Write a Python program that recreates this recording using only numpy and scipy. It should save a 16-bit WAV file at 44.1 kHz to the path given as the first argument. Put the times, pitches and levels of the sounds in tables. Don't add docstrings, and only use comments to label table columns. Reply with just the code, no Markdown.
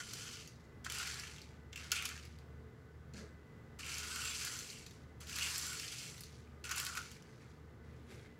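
import sys
import numpy as np
from scipy import signal
from scipy.io import wavfile

SR = 44100
rng = np.random.default_rng(int(sys.argv[2]) if len(sys.argv) > 2 else 0)


def unload_audio(sound):
    columns = np.transpose(np.atleast_2d(sound))
    steps = np.round(np.clip(columns, -1, 1) * 32767)
    wavfile.write(sys.argv[1], SR, steps.astype(np.int16))


N = 369999


def gain_of(db):
    return 10 ** (np.asarray(db) / 20)


def evened(x):
    return x / np.sqrt(np.mean(x ** 2) + 1e-20)


def read_spectrum(points, hz):
    f, level_db = np.transpose(points)
    return np.interp(np.log(hz + 1), np.log(f + 1), level_db)


def colour(x, points):
    hz = abs(np.fft.fftfreq(8192, 1 / SR))
    log_gain = np.log(gain_of(np.maximum(read_spectrum(points, hz), -100)))
    phase = -signal.hilbert(log_gain).imag
    taps = np.fft.ifft(np.exp(log_gain + 1j * phase)).real[:4096]
    return signal.oaconvolve(x, taps)[:len(x)]


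def mode(x, hz, width):
    return signal.lfilter(*signal.iirpeak(hz, hz / width, SR), x)


def split(x, edges_hz):
    edges_hz = [30, *edges_hz, 20000]
    bands = []
    for pair in zip(edges_hz, edges_hz[1:]):
        sos = signal.butter(4, pair, "band", fs=SR, output="sos")
        bands.append(signal.sosfilt(sos, x))
    return bands


def drift(hz):
    knots = rng.standard_normal(1000)
    return evened(np.interp(np.arange(N) / SR * hz, np.arange(1000), knots))


# (frequency [Hz], relative spectral density [dB per Hz])
RUMBLE_SPECTRUM = [(15, -84), (25, -50), (43, -13.5), (60, -8.5), (110, -3.5), (190, -10), (270, -13),
                   (500, -15.5), (560, -22), (960, -24.5), (1300, -24), (2120, -29), (2250, -34),
                   (4000, -39), (7800, -45), (8300, -49), (16000, -51)]
RUMBLE_DB = -58.5


def rumble():
    noise = colour(rng.standard_normal(N), RUMBLE_SPECTRUM)
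    return gain_of(RUMBLE_DB + 0.49 * drift(hz=11.0)) * evened(noise)


# (frequency [Hz], width of each of two resonances [Hz], rms level [dB])
FUZZY_TONES = [(124.9, 14.4, -65), (151, 13.8, -66.5), (235.4, 11.3, -71), (436.8, 31, -71.5),
               (1216, 14, -82), (1498, 26, -79.5), (1743, 25, -85), (2000, 1.27, -80.5), (2026, 34, -81)]


def fuzzy_tones():
    noise = rng.standard_normal(N)
    return sum(gain_of(db) * evened(mode(mode(noise, hz, width), hz, width)) for hz, width, db in FUZZY_TONES)


# (time [s], frequency [Hz], rms level of the first hum [dB])
ENGINE_HUM = [(0, 75.5, -72), (.35, 73.3, -69.5), (.96, 73, -59), (1.4, 73.7, -61), (2.1, 76.1, -56.5),
              (2.6, 76.1, -56.5), (2.75, 76.1, -63.5), (3.15, 75.8, -56), (3.6, 75.5, -63),
              (5.4, 75.8, -62), (8.39, 76.4, -65.5)]
SECOND_FROM_S, SECOND_RISE_S, SECOND_SHARE = 3.36, 0.29, 0.96
BEAT_PER_S, FIRST_DIP_S = 0.79, 3.48


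def engine_hums():
    t = np.arange(N) / SR
    s, hz, db = np.transpose(ENGINE_HUM)
    phase = 2 * np.pi * np.cumsum(np.interp(t, s, hz)) / SR
    second = SECOND_SHARE * np.clip((t - SECOND_FROM_S) / SECOND_RISE_S, 0, 1)
    lag = 2 * np.pi * BEAT_PER_S * (t - FIRST_DIP_S)
    pair = np.sin(phase) - second * np.sin(phase - lag)
    return np.sqrt(2) * gain_of(np.interp(t, s, db)) * pair


def knocks(crunch_db, most_per_s, thinning, spread_db, clump_db, sort_db, cycles, pitched):
    rate = most_per_s * gain_of(thinning * (crunch_db - crunch_db.max()))
    rate = np.clip(rate, 900, SR / 2)
    size = gain_of(spread_db * np.minimum(rng.exponential(1, N), 4) + clump_db * drift(hz=55))
    size = size / np.sqrt(np.mean(size ** 2))
    struck = rng.random(N) < rate / SR
    train = size * struck * np.sqrt(SR / rate) * gain_of(crunch_db)
    stone, t, out = rng.integers(0, 24, N), np.arange(1024) / SR, np.zeros(N)
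    for k, hz in enumerate(np.linspace(1100, 15500, num=24)):
        rattle = rng.standard_normal(1024) * gain_of(-60 * t / 0.0063)
        rattle += pitched * evened(mode(rattle, hz, hz / cycles)) * np.std(rattle)
        share = gain_of(sort_db * drift(hz=18))
        out += signal.oaconvolve(train * share * (stone == k), rattle / np.linalg.norm(rattle))[:N]
    return out


# (frequency [Hz], relative spectral density [dB per Hz])
STONE_SPECTRUM = [(410, -42), (700, -5), (863, -11.5), (1420, -7.5), (1620, 2.5), (2700, -6.5),
                  (3600, -7.5), (4320, -0.5), (7290, -4.5), (8310, -9), (9860, -7), (15000, -19),
                  (16000, -25)]
# (frequency [Hz], width [Hz], relative level [dB])
RAKE_MODES = [(1350, 45, -27), (1488, 160, 5.5), (2750, 325, 3.5), (3086, 260, 0), (4330, 60, -3.5),
              (5600, 160, -32), (6020, 230, -14.5), (7290, 153, -2)]


def gravel_and_rake(x, contacts, steel_db=-2):
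    steel = np.zeros(len(x))
    for (hz, width, db), contact in zip(RAKE_MODES, contacts):
        steel += gain_of(db) * mode(x * contact, hz, width)
    return colour(x, STONE_SPECTRUM) + gain_of(steel_db) * steel


TICKS_PER_S, TICK_DB, TICK_TOP_DB = 130, -6.5, -8.5


def ticks(level_db):
    size = gain_of(1.7 * np.minimum(rng.exponential(1, N), 3))
    struck = size * (rng.random(N) < TICKS_PER_S / SR)
    envelope = signal.lfilter([1], [1, -np.exp(-1 / (.0015 * SR))], struck)
    burst = envelope * rng.standard_normal(N)
    _, mid, top = split(colour(burst, STONE_SPECTRUM), [2450, 6500])
    return gain_of(TICK_DB + level_db) * evened(mid + gain_of(TICK_TOP_DB) * top)


def lay(tables, quiet_db):
    t, rows = np.arange(N) / SR, np.concatenate(tables)
    columns = [np.interp(t, rows[:, 0], column) for column in rows.T[1:]]
    inside = sum((t >= table[0][0]) & (t <= table[-1][0]) for table in tables) > 0
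    return [np.where(inside, columns[0], quiet_db)] + columns[1:]


# (time [s], crunch level [dB], ring of the rake above the crunch [dB])
RAKE_STROKES = [
    [(0.0, -46.5, 0.5), (0.03, -54, -9), (0.132, -49, -6), (0.372, -54, -7.5), (0.504, -63, -11),
     (0.596, -77, 1), (0.6, -70, -4)],
    [(0.843, -56.5, -6), (0.865, -49.5, 9), (0.883, -68, -5), (0.897, -50, 0), (1.005, -45, -1),
     (1.253, -53.5, 0), (1.337, -60, -2), (1.415, -63, -11), (1.55, -74, -11)],
    [(1.724, -64, -4), (1.733, -61.5, -1), (1.75, -79, 23)],
    [(1.757, -54.5, 1), (1.849, -56.5, 3.5), (1.905, -63, 2), (1.908, -52, 3)],
    [(1.917, -32, -7), (1.939, -52.5, 3), (1.965, -41, -5), (1.995, -51.5, 1), (2.049, -53, 3),
     (2.057, -39, -8), (2.069, -51.5, -3), (2.135, -56, 4.5), (2.4, -76, -9)],
    [(3.135, -58, -25), (3.141, -61, -12), (3.149, -61, 2), (3.179, -55.5, 0), (3.28, -76, 9)],
    [(3.788, -54, -3), (3.798, -49, 1.5), (3.822, -55.5, -1), (3.91, -47.5, -2.5), (4.336, -46, -6.5),
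     (4.35, -44, -11), (4.44, -44.5, -1.5), (4.578, -47, -4.5), (4.69, -52, -13), (4.7, -50.5, -14),
     (5.042, -74, -14), (5.05, -77, 0)],
    [(5.203, -58.5, -9), (5.219, -52.5, -1), (5.255, -62, -1), (5.299, -47.5, -3), (5.577, -41.5, -5.5),
     (5.817, -49, -6.5), (6.049, -50, -11), (6.153, -57.5, -7), (6.243, -59, -18.5), (6.361, -68, -4),
     (6.379, -69, -17), (6.45, -75, 1)],
    [(6.64, -49, -5), (6.706, -57, 7.5), (6.712, -43, 3.5), (6.73, -54.5, 1), (6.786, -42.5, -2.5),
     (6.95, -52.5, 2), (6.978, -47, 0), (7.01, -55.5, 1), (7.178, -63, -9), (7.184, -71, 1), (7.52, -75, 3)],
    [(7.84, -81, 17), (8.064, -80, -6), (8.088, -70, -13), (8.11, -65.5, 6), (8.292, -79.5, 6),
     (8.3, -79, 10)],
]
# (large stones above the crunch [dB], grit above it [dB])
STIRRED_BEDS = [(-4, -11), (0, -11), (10, -15.5), (1.5, -11), (1.5, -10.5), (-2.5, -14), (-2, -9), (-2, -8),
                (-1.5, -8.5), (4, -4.5)]
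FULL_DB = -48
LARGE_PER_DB, GRIT_PER_DB = -0.3151, .06
WANDER_DB, WANDER_HZ = 5, 7
SETTLE_S = 0.13
# (frequency [Hz], width [Hz], added level [dB])
SCRAPE_MODE = (1410, 200, 8)


def strokes():
    next_starts = [table[0][0] for table in RAKE_STROKES[1:]] + [N / SR]
    tables = []
    for table, bed, next_start in zip(RAKE_STROKES, STIRRED_BEDS, next_starts):
        end = min(table[-1][0] + SETTLE_S, next_start)
        tables.append(np.array([(*row, *bed) for row in [*table, (end, -90, 0)]]))
    crunch_db, ring_db, large_db, grit_db = lay(tables, quiet_db=-120)
    force_db = np.maximum(crunch_db - FULL_DB, -30)
    large_db = large_db + LARGE_PER_DB * force_db
    grit_db = grit_db + GRIT_PER_DB * force_db

    hits = knocks(crunch_db, most_per_s=9000, thinning=.4, spread_db=2.0, clump_db=1.0,
                  sort_db=2.0, cycles=6.5, pitched=0.78)
    contact = np.clip((crunch_db + 64) / 12, 0, 1)
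    contacts = [contact * gain_of(WANDER_DB * drift(WANDER_HZ)) for _ in RAKE_MODES]
    bands = split(gravel_and_rake(hits, contacts, steel_db=-5.0), [2050, 3700, 8200])
    scrape_hz, scrape_width, scrape_db = SCRAPE_MODE
    bands[0] = bands[0] + gain_of(scrape_db) * mode(bands[0], scrape_hz, scrape_width)

    level = np.sqrt(np.mean(gain_of(crunch_db) ** 2))
    band_dbs = (ring_db, large_db, 0, grit_db)
    crunch = level * sum(gain_of(db) * evened(band) for db, band in zip(band_dbs, bands))
    return crunch + ticks(FULL_DB + 0.91 * (crunch_db - FULL_DB))


def yard(x, t60, first_s):
    t, out = np.arange(6000) / SR, np.zeros(N)
    for k in range(3):
        signs = rng.choice([-1., 1.], 6000) * (rng.random(6000) < .1)
        taps = signs * gain_of(-60 * t / t60) * (t > first_s)
        share = np.sqrt(2 / 3) * np.cos(np.pi * (14 * np.arange(N) / SR + k / 3))
        out += signal.oaconvolve(x * share, taps / np.linalg.norm(taps))[:N]
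    return out


# (time [s], peak level [dB], ring frequency [Hz],
# 1.05-3.7 kHz level above the middle band [dB], treble level above the middle band [dB])
HARD_BLOWS = [(0.1002, -46, 4260, -5, -4), (0.134, -30.5, 4330, -8, 3), (0.2083, -39, 2940, -5, -4),
              (0.3372, -37, 5330, 2, -9), (0.4746, -39, 5660, -1, 1), (0.846, -32.5, 3350, -11, -1),
              (0.8987, -27.5, 3120, -7, -2), (0.921, -27, 3080, -1, 4), (0.9467, -32, 3140, -1, 4),
              (0.9847, -29, 4760, -5, 6), (1.0294, -27, 3300, 3, -4), (1.0723, -29, 2526, -9, -1),
              (1.1418, -31.5, 4200, -1, -4), (1.1964, -31, 5040, -15, 0), (1.2351, -33, 2280, 0, -10),
              (1.3612, -43, 3490, -5, -11), (1.3825, -40, 2710, -12, -15), (1.4158, -38.5, 4430, -5, -5),
              (1.729, -36, 2900, -12, -18.5), (1.7585, -31, 2735, -8, -10), (1.7754, -35, 2700, -8, -7),
              (1.8426, -38, 3250, -5, -4), (1.917, -18.5, 6560, -22, -0.5), (2.0232, -30.5, 2310, -11, 4),
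              (2.0532, -25, 5540, -9, 8), (2.089, -30.5, 4400, -3, 1), (2.176, -39, 2660, -6, -16),
              (2.1963, -44, 2633, 9, -13), (2.2517, -43, 4730, 5, 3), (2.386, -48.5, 4370, -3, -3),
              (3.1367, -44, 7000, -8, -15), (3.7912, -36, 2660, -6.5, -2), (3.8447, -37, 3130, 3, -4),
              (3.8631, -35, 2600, -13, -4), (3.9408, -31, 5600, -5, -4), (3.9823, -29, 6360, -20, -1),
              (4.1586, -28, 7140, -2, -8), (4.2527, -28, 3070, -6, -2), (4.348, -32, 4270, -1, -2),
              (4.4484, -28.5, 7290, -13, 0), (4.589, -30, 5940, -11, -8), (4.7007, -36.5, 4420, -12, -13),
              (4.8636, -38, 4200, -4, -7), (4.909, -44, 4330, -3, -4), (5.206, -45, 6200, 2, 19),
              (5.2704, -38, 7060, 0, -4), (5.2806, -42.5, 2720, -5, -7), (5.2949, -32, 3180, -5, -4),
              (5.3285, -32, 2750, -14, -9), (5.362, -28, 7230, -3, -7), (5.3847, -24.5, 4030, 3, -2),
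              (5.429, -28.5, 7150, -8, -11), (5.5798, -24.5, 5050, -14, 10), (5.666, -29.5, 7320, -18, -9),
              (5.7309, -30.5, 2760, -7, 2), (5.7967, -30, 5500, 2, -2), (5.984, -34, 5240, -10, -10),
              (6.179, -40, 3930, -10, -7), (6.207, -35, 5120, 3, 13), (6.235, -37, 4270, -9, -1),
              (6.6416, -37, 2477, -13, -4), (6.6924, -32.5, 3670, -15, -1), (6.7128, -26, 6250, -7, -2),
              (6.7602, -30, 2370, -16, 14), (6.78, -27, 6550, -15, 4), (6.7989, -24, 7400, -17, -1),
              (6.8493, -29, 3090, -9, 7), (6.865, -23.5, 4260, 3, 0.5), (6.9514, -33, 2460, -10, 3),
              (6.9721, -28, 4260, 4.5, -4), (7.1147, -40.5, 3250, -6.5, 1), (7.223, -46.5, 5450, 3, 0)]


def clacks():
    out, t = np.zeros(N + 1024), np.arange(1024) / SR
    decay = gain_of(-60 * t / 0.0088) + 0.24 * gain_of(-60 * t / 0.033)
    shape = (1 - np.exp(-t / 0.001)) * decay
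    rattles = rng.standard_normal((len(HARD_BLOWS), 1024)) * shape
    sounded = np.array([gravel_and_rake(rattle, np.ones(len(RAKE_MODES))) for rattle in rattles])
    _, low, mid, high = split(sounded, [1050, 3700, 8200])
    for k, (s, db, hz, low_db, high_db) in enumerate(HARD_BLOWS):
        blow = evened(mid[k]) + 1.7 * evened(mode(rattles[k], hz, 600))
        blow += gain_of(low_db) * evened(low[k]) + gain_of(high_db) * evened(high[k])
        out[round(s * SR):][:len(t)] += gain_of(db) * blow / abs(blow).max()
    return out[:N]


# (start [s], end [s], frequency [Hz], peak level [dB])
PASSING_TONE = (1.05, 1.7, 870, -75)


def thin_tone():
    t = np.arange(N) / SR
    start, end, hz, db = PASSING_TONE
    fade = np.clip(np.minimum(t - start, end - t) / .08, 0, 1)
    return gain_of(db) * np.sin(2 * np.pi * hz * t) * fade


# (time [s], length [s], level [dB], frequency [Hz],
# amplitude share that rings at the pitch [0-1])
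FOOTFALLS = [(3.136, 0.12, -48.5, 220.3, 0.38), (3.202, 0.091, -54, 425, .1),
             (8.085, 0.2, -58.5, 390, 0.06)]
STEP_RISE = 0.15


def steps():
    out = np.zeros(N)
    for s, length, db, hz, pure in FOOTFALLS:
        noise = rng.standard_normal(16384)
        thud = evened(mode(mode(noise, hz, 120), hz, 280))[4096:]
        u = np.arange(len(thud)) / SR / length
        thud = (1 - pure) * thud + pure * np.sqrt(2) * np.sin(2 * np.pi * hz * length * u)
        shape = np.sin(np.pi / 2 * np.interp(u, [0, STEP_RISE, 1], [0, 1, 0]))
        part = out[round(s * SR):][:len(thud)]
        part += (gain_of(db) * shape * thud)[:len(part)]
    return out


def scene():
    background = rumble() + fuzzy_tones() + engine_hums() + thin_tone()
    gravel = strokes() + clacks()
    echoes = yard(gravel, t60=0.15, first_s=.002)
    return (background + gain_of(-3.5) * gravel + gain_of(-9.5) * echoes + steps())[None]


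def record(dry):
    taps = signal.firwin(511, 15850, window=("kaiser", 9), fs=SR)
    return signal.oaconvolve(dry, taps[None], "same")


dry = scene()
out = record(dry)
unload_audio(out)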